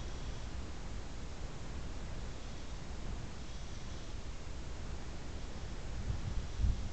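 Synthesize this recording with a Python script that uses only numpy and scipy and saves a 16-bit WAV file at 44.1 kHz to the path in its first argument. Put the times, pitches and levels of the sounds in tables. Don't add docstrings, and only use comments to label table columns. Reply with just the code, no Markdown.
import sys
import numpy as np
from scipy import signal
from scipy.fft import rfft, irfft, next_fast_len
from scipy.io import wavfile
from scipy.ndimage import uniform_filter1d

SR = 44100
rng = np.random.default_rng(int(sys.argv[2]) if len(sys.argv) > 2 else 0)


def generate_wav(signal):
    frames = np.transpose(np.atleast_2d(signal))
    scaled = np.clip(frames, -1, 1) * 32767
    pcm = np.round(scaled).astype(np.int16)
    wavfile.write(sys.argv[1], SR, pcm)


N = 305172


def undb(db):
    return np.exp(np.asarray(db) * (np.log(10) / 20))


def unit(x):
    return x / np.sqrt(np.mean(x ** 2))


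def colour(points, hz):
    f, db = np.transpose(points)
    return undb(np.interp(np.log(np.maximum(hz, 1)), np.log(f), db))


def noise(gain_at):
    size = next_fast_len(N)
    spectrum = rfft(rng.standard_normal(size)) * gain_at(np.fft.rfftfreq(size, 1 / SR))
    return unit(irfft(spectrum, size)[:N])


def walk(rate_hz):
    hold = max(int(SR / rate_hz), 1)
    steps = np.repeat(rng.standard_normal(N // hold + 1), hold)
    return unit(uniform_filter1d(uniform_filter1d(steps, hold), hold)[:N])


def bell(t, length):
    return np.exp(-(t / length) ** 2)


# start_s, end_s, swell_s, level_db
BEGGING_HISSES = [(-.1, 0.506, .05, -61.5), (2.147, 2.804, 0.31, -63.5), (3.302, 4.152, 0.45, -60.5),
                  (5.352, 5.78, 0.058, -66.5), (6.1, 7.05, .18, -63)]
# pitch_hz, width_hz, relative_db, rise_db_per_effort_db
THROAT_RESONANCES = [(2950, 130, -7, 0), (3335, 160, 1, .45), (3660, 90, -4.5, 0), (3950, 450, -7.5, 0),
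                     (4570, 180, -5.5, 0), (5250, 250, -6, -.5), (5830, 250, -1.7, .7), (6220, 220, -9, 0)]


def owls(rasp_db=2, rasp_hz=110, sag_db=3.5, release_s=0.043, usual_db=-61.5):
    t = np.arange(N) / SR
    breath = 0
    for start, end, swell, level_db in BEGGING_HISSES:
        attack = np.sqrt(np.clip((t - start) / swell, 0, 1))
        progress = np.clip((t - start) / (end - start), 0, 1)
        release = np.clip((end - t) / release_s, 0, 1)
        breath = breath + attack * release * undb(level_db - sag_db * progress ** 4)
    effort_db = np.clip(20 * np.log10(breath + 1e-9) - usual_db, -10, 10)
    hiss = 0
    for hz, width, db, rise in THROAT_RESONANCES:
        ring = noise(lambda f: 1 / (1 + ((f - hz) / width) ** 2) ** 2) * np.sqrt(width)
        hiss = hiss + ring * undb(db + rise * effort_db)
    rasp = hiss * undb(rasp_db * walk(rasp_hz))
    return rasp / np.sqrt(np.average(rasp ** 2, weights=breath ** 2)) * breath


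# frequency_hz, relative_db
TOWN_SPECTRUM = [(4, -12), (12, -3), (28, -0.5), (50, 0), (72, -0.5), (85, -4.5), (105, -4), (160, -8.5),
                 (250, -12.5), (500, -18), (1000, -23), (2000, -30), (4000, -41.5), (8000, -71)]


def town(level_db=-45.5, swell_db=0.8):
    return noise(lambda f: colour(TOWN_SPECTRUM, f)) * undb(level_db + swell_db * walk(3.8))


# multiple_of_shaft_rate, level_db
SHAFT_ORDERS = [(1, -50.5), (2, -54.5), (3, -56), (4, -63)]


def machine(shaft_hz=18.85, drift=.004):
    angle = 2 * np.pi * np.cumsum(shaft_hz * (1 + drift * walk(1))) / SR
    throb = 0
    for order, level_db in SHAFT_ORDERS:
        wavering = undb(level_db + walk(2))
        throb = throb + wavering * np.sin(order * angle + rng.uniform(0, 2 * np.pi))
    return np.sqrt(2) * throb


# frequency_hz, level_db
BUZZ_SPECTRUM = [(64, -53), (129, -68), (258, -76), (600, -84), (2200, -88), (4500, -86), (6700, -85.5),
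                 (7600, -87), (8000, -94), (8600, -106)]
# pitch_hz, level_db
WHINE_LINES = [(5868, -81), (6449, -80), (6514, -81), (6708, -81), (7095, -76.5), (7418, -84), (7483, -85),
               (7612, -84), (7806, -87), (8000, -90)]
TOP_HZ = 8850


def circuit_buzz(pitch_hz=64.4984, uneven_db=2, size=4096):
    cycle = np.arange(size) / size
    bursts = rng.standard_normal(size) * undb(2 * np.cos(3 * 2 * np.pi * cycle))
    burst_phase = np.angle(rfft(bursts))
    hz = np.arange(size // 2 + 1) * pitch_hz
    scatter = undb(uneven_db * rng.standard_normal(len(hz)) * (hz > 200))
    gain = colour(BUZZ_SPECTRUM, hz) * scatter * (hz > 0) * (hz < TOP_HZ)
    for line_hz, level_db in WHINE_LINES:
        gain[round(line_hz / pitch_hz)] = undb(level_db)
    one_cycle = irfft(gain * np.exp(1j * burst_phase)) * size / np.sqrt(2)
    return np.interp(np.arange(N) / SR * pitch_hz, cycle, one_cycle, period=1)


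# frequency_hz, relative_db
AMPLIFIER_SPECTRUM = [(100, 2.5), (1500, 1.5), (3000, 1), (4500, 0), (6000, -2), (7000, -2.5), (7500, -6),
                      (8000, -10.5), (8500, -19.5), (8900, -42)]


def amplifier_hiss(level_db=-58.5):
    return noise(lambda f: colour(AMPLIFIER_SPECTRUM, f)) * undb(level_db)


# time_s, pitch_hz, peak_db
PORT_BUMPS = [(5.44, 48, -33), (6.101, 108, -32), (6.279, 105, -35), (6.377, 41, -25.5), (6.608, 40, -25.5),
              (6.646, 124, -37), (6.722, 55, -27)]


def eddy_bumps(half_crossing_s=0.011):
    t = np.arange(N) / SR
    return sum(undb(peak_db) * bell(t - at, half_crossing_s) * np.cos(2 * np.pi * hz * (t - at))
               for at, hz, peak_db in PORT_BUMPS)


# peak_time_s, half_length_s, level_db
BREEZE_GUSTS = [(6.171, .36, -41.5), (6.673, 0.059, -29), (6.83, 0.053, -37)]
# frequency_hz, relative_db
EDDY_SPECTRUM = [(10, -6.5), (25, 3), (55, 1.5), (100, -3.5), (160, -15), (215, -13.5), (290, -34),
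                 (600, -72)]


def breeze():
    t = np.arange(N) / SR
    wind = sum(undb(level_db) * bell(t - at, length) for at, length, level_db in BREEZE_GUSTS)
    eddies = noise(lambda f: colour(EDDY_SPECTRUM, f))
    local_rms = np.sqrt(uniform_filter1d(eddies ** 2, size=4000))
    return eddies / local_rms * wind


def scene():
    garden = owls() + town() + machine()
    camera = circuit_buzz() + amplifier_hiss()
    return (garden + camera + eddy_bumps() + breeze())[None]


def record(dry, offset=.0055):
    lowpass = signal.ellip(10, .1, 80, TOP_HZ, fs=SR, output="sos")
    return signal.sosfilt(lowpass, dry) + offset


dry = scene()
out = record(dry)
generate_wav(out)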